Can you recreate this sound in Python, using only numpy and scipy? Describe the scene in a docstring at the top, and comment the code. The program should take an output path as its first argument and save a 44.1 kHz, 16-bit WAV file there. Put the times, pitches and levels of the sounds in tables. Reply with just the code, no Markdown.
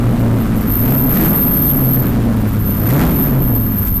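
"""Inside a stock car rolling down a pit lane, the V8 rumbles and the open cabin booms.
At 0.7 s a brake disc starts to squeal near 13 kHz; the throttle gets a nudge, then a blip at 1.2 s.
The squeal fades at 2 s and returns at 2.6 s. A second blip comes at 3 s; a loose part rattles near the end.
Throughout, the on-board recorder overloads, so the engine crackles and chops the squeal."""
import sys
import numpy as np
from scipy import signal
from scipy.fft import rfft, irfft
from scipy.io import wavfile

SR = 44100
rng = np.random.default_rng(int(sys.argv[2]) if len(sys.argv) > 2 else 0)


def generate_wav(sig):
    """Save sig (samples, or channels by samples) to the path in sys.argv[1] as 16-bit PCM at SR."""
    pcm = np.round(np.clip(np.atleast_2d(sig).T, -1, 1) * 32767).astype(np.int16)
    wavfile.write(sys.argv[1], SR, pcm)


N = 176400
T = np.arange(N) / SR


def amp(db):
    """Decibels to gain."""
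    return 10 ** (np.asarray(db) / 20)


def unit(x):
    """Scale to rms 1."""
    return x / np.sqrt(np.mean(x ** 2) + 1e-20)


def curve(table):
    """Value columns of a time table, interpolated per sample."""
    time_s, *columns = np.transpose(table)
    return [np.interp(T, time_s, column) for column in columns]


def noise(spectrum):
    """Noise of rms 1 with the given spectral shape."""
    hz, db = np.transpose(spectrum)
    gain = amp(np.interp(np.log(np.fft.rfftfreq(N, 1 / SR) + 1), np.log(hz), db))
    return unit(irfft(rfft(rng.standard_normal(N)) * gain, N))


def drift(rate_hz):
    """Random wander of rms 1, up to about rate_hz."""
    gain = np.exp(-(np.fft.rfftfreq(N, 1 / SR) / rate_hz) ** 2)
    return unit(irfft(rfft(rng.standard_normal(N)) * gain, N))


def burst(start_s, level_db, decay_s, attack_s=0.0048):
    """Envelope: linear attack, exponential decay."""
    rise = np.clip((T - start_s) / attack_s, 0, 1)
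    fall = np.exp(-np.maximum(T - start_s - attack_s, 0) / decay_s)
    return amp(level_db) * rise * fall


def swell(start_s, peak_s, end_s, level_db):
    """Triangular envelope."""
    return amp(level_db) * np.interp(T, [start_s, peak_s, end_s], [0, 1, 0])


# Engine orders: firing_multiple, level_db
ORDERS = [(.375, -12.5), (.5, -22), (.75, -18), (1, -0.5), (1.25, -17), (1.5, -14.5), (1.75, -18),
          (1.998, -8), (2.5, -22), (3, -23.5)]
# Cabin resonances: centre_hz, half_width_hz, lift_db
CABIN_MODES = [(113, 14, 2), (203, 4.6, 5), (233.6, 9.6, 7), (268.7, 19, 2), (416, 13, 0.5)]


def firing_note(firing_hz, phase):
    """Fluttering orders, lifted as they cross cabin resonances; uneven cylinders give the fractions."""
    note = 0
    for order, level_db in ORDERS:
        cabin_db = sum(lift_db / (1 + ((order * firing_hz - centre_hz) / half_width_hz) ** 2)
                       for centre_hz, half_width_hz, lift_db in CABIN_MODES)
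        flutter = 1 + 0.33 * drift(rate_hz=12.8)
        multiple = np.round(order * 8) / 8  # 8 firings per engine cycle
        tone = np.sqrt(2) * np.cos(multiple * phase + 2 * np.pi * rng.random())
        note += amp(level_db + cabin_db) * flutter * tone
    return note


# Engine speed: time_s, firing_hz
ENGINE_SPEED = [(0, 120), (.35, 113), (.6, 110), (.76, 105), (.85, 116), (.93, 136), (1.07, 130),
                (1.22, 161), (1.56, 154), (1.79, 136), (2.15, 118), (2.48, 106), (2.75, 102), (2.87, 107),
                (3.02, 168), (3.25, 144), (3.5, 118), (3.66, 106), (4, 92)]
# Engine effort: time_s, note_db, roar_db
ENGINE_EFFORT = [(0, -17.5, -15.5), (.16, -15, -14.5), (.55, -18, -15.5), (.75, -20, -16.5),
                 (.9, -10.5, -11.5), (1.06, -17.5, -14), (1.22, -9, -10.5), (1.38, -21, -9.5),
                 (1.55, -21, -14), (1.8, -13.5, -14), (2.25, -15.5, -16), (2.5, -19.5, -18.5),
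                 (2.82, -17, -17.5), (2.93, -8.5, -12.5), (3.02, -8, -8), (3.12, -22.5, -12.5),
                 (3.4, -14.5, -14), (3.62, -18, -18.5), (4, -22.5, -22.5)]
# Exhaust rasp, jumps with throttle: time_s, level_db
RASP_LEVEL = [(0, -34.5), (.78, -33.5), (.91, -27.5), (1.05, -37.5), (1.16, -24), (1.25, -22.5), (1.4, -36),
              (2.3, -34.5), (2.84, -35), (2.91, -23), (2.98, -23.5), (3.02, -19), (3.08, -29),
              (3.35, -35.5), (3.55, -42), (3.88, -36.5), (4, -66)]
# Exhaust roar: freq_hz, density_db
ROAR_SPECTRUM = [(20, -26), (80, -7.5), (130, -2), (180, 2.5), (260, 4.5), (340, -8), (500, -15.5),
                 (800, -19.5), (1200, -20.5), (2000, -31.5), (4000, -42.5), (7000, -58), (14000, -56)]
# Exhaust rasp: freq_hz, density_db
RASP_SPECTRUM = [(200, -20), (600, -6), (1300, 10), (3000, -4), (6000, -9), (14000, -7)]


def engine():
    """V8 firing note, with exhaust roar and rasp that puff at each firing."""
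    firing_hz = curve(ENGINE_SPEED)[0] * (1 + 0.011 * drift(rate_hz=21.06))
    phase = 2 * np.pi * np.cumsum(firing_hz) / SR
    note_db, roar_db = curve(ENGINE_EFFORT)
    note = amp(note_db) * firing_note(firing_hz, phase)
    roar = amp(roar_db) * noise(ROAR_SPECTRUM)
    rasp = amp(curve(RASP_LEVEL)[0]) * noise(RASP_SPECTRUM)
    puffs = unit(1 + 0.35 * np.cos(phase))
    lope_db = 0.6 * drift(rate_hz=13.7)
    return amp(lope_db) * (note + puffs * (roar + rasp))


# Squeal loudness: time_s, level_db
SQUEAL_LEVEL = [(0, -62), (.36, -50), (.42, -29), (.47, -57), (.65, -42), (.69, -20), (.75, -18.5),
                (.83, -15), (.87, -19), (1.06, -14.5), (1.17, -16), (1.38, -13), (1.7, -12), (1.83, -17),
                (1.9, -12.5), (1.99, -17), (2.05, -25.5), (2.2, -49), (2.44, -61), (2.5, -46),
                (2.58, -36.5), (2.68, -19.5), (2.8, -27.5), (2.9, -19), (3.08, -27.5), (3.22, -14.5),
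                (3.31, -24), (3.37, -28), (3.44, -19.5), (3.55, -18), (3.755, -26), (3.78, -19),
                (3.85, -20.5), (3.93, -22.5), (3.97, -16), (4, -30)]
# Squeal tone: time_s, pitch_hz, fuzz_share
SQUEAL_TONE = [(.4, 13120, 0.7), (.8, 12990, 0.32), (1.65, 12900, 0.14), (1.98, 12910, 0.56),
               (2.1, 13200, 0.82), (2.5, 13100, 0.42), (2.75, 13050, 0.5), (3.5, 12960, 0.2),
               (4, 12975, 0.4)]


def brake_squeal(wobble_hz=39.8, fuzz_width_hz=420):
    """One high disc mode, part locked, part fuzzy; harder braking lowers the pitch."""
    pitch_hz, fuzz_share = curve(SQUEAL_TONE)
    pitch_hz += wobble_hz * drift(rate_hz=90)
    carrier = np.exp(2j * np.pi * np.cumsum(pitch_hz) / SR)
    pole = np.exp(-np.pi * fuzz_width_hz / SR)
    white = rng.standard_normal(N) + 1j * rng.standard_normal(N)
    fuzz = signal.lfilter([(1 - pole) ** 2], [1, -2 * pole, pole ** 2], white)
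    locked = np.sqrt(1 - fuzz_share) * unit(carrier.real)
    fuzzy = np.sqrt(fuzz_share) * unit((carrier * fuzz).real)
    flicker_db = drift(rate_hz=20)
    return amp(curve(SQUEAL_LEVEL)[0] + flicker_db) * (locked + fuzzy)


# Pad hiss: time_s, level_db
PAD_LEVEL = [(0, -47), (.6, -47), (.9, -35), (1.9, -35), (2.25, -41.5), (2.6, -37.5), (3.0, -38),
             (3.5, -48), (4, -48)]
# Pad scrapes: start_s, level_db, decay_s
PAD_SCRAPES = [(.195, -39, 0.022), (.607, -27, 0.013), (2.363, -34, 0.01)]
# Pad friction: freq_hz, density_db
PAD_SPECTRUM = [(3000, -13), (7000, -11.5), (10500, -1), (12500, 12.5), (14000, 17), (16000, -13)]


def brake_pads():
    """Pads rub the disc: flickering hiss and three short scrapes."""
    flicker_db = 5.5 * drift(rate_hz=25)
    hiss = amp(curve(PAD_LEVEL)[0] + flicker_db)
    scrapes = sum(burst(*row) for row in PAD_SCRAPES)
    return (hiss + scrapes) * noise(PAD_SPECTRUM)


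# Steady buffet: freq_hz, density_db
BUFFET_SPECTRUM = [(8, -34), (20, 1), (32, -11.5), (52, -1), (75, -7.5), (130, -13), (400, -60.5)]
# Throttle-off booms: start_s, peak_s, end_s, level_db
LURCHES = [(1.152, 1.35, 1.6, -19.5), (3.005, 3.082, 3.305, -13.5)]
# Throttle-off boom: freq_hz, density_db
LURCH_SPECTRUM = [(25, -22), (52, -4.5), (62, 4), (72, -2), (110, -24), (300, -76)]


def buffet(steady_db=-19.5):
    """Air and body shake boom in the open cabin, more as the throttle shuts."""
    steady = amp(steady_db) * noise(BUFFET_SPECTRUM)
    lurches = sum(swell(*row) for row in LURCHES) * noise(LURCH_SPECTRUM)
    return steady + lurches


# Loose part: freq_hz, density_db
RATTLE_SPECTRUM = [(500, 1), (2000, -1), (4500, -12), (7500, -5), (11000, -3), (14000, -6)]


def rattle():
    """A loose part rattles once."""
    return burst(start_s=3.867, level_db=-26, decay_s=0.012) * noise(RATTLE_SPECTRUM)


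def scene():
    """One cabin microphone feeds both channels."""
    mono = engine() + brake_squeal() + brake_pads() + buffet() + rattle()
    return np.array([mono, mono])


# Faint steady noise floor, common to both channels: freq_hz, density_db
FLOOR_SPECTRUM = [(50, -31), (1000, 4), (3000, -8), (7000, -17.5), (11000, -12), (14000, -8)]
# Hiss, independent per channel: freq_hz, density_db
HISS_SPECTRUM = [(30, 6), (200, -9), (1000, -14.5), (2500, -24), (5000, -20), (9000, 1.5), (13000, 1),
                 (14500, 6.5)]


def record(dry, clip_level=0.326, clip_rate_hz=48000, floor_db=-40.5, hiss_db=-48, cutoff_hz=14400):
    """Hard digital clipping folds the squeal's third harmonic to about 9 kHz; faint noise; low-pass."""
    upsampled = signal.resample(dry, N * clip_rate_hz // SR, axis=1)
    clipped = signal.resample(np.clip(upsampled, -clip_level, clip_level), N, axis=1)
    floor = amp(floor_db) * noise(FLOOR_SPECTRUM)
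    hiss = amp(hiss_db) * np.array([noise(HISS_SPECTRUM), noise(HISS_SPECTRUM)])
    low_pass = signal.firwin(401, cutoff_hz, window=("kaiser", 8), fs=SR)
    return signal.oaconvolve(clipped + floor + hiss, low_pass[None], "same")


dry = scene()
out = record(dry)
generate_wav(out)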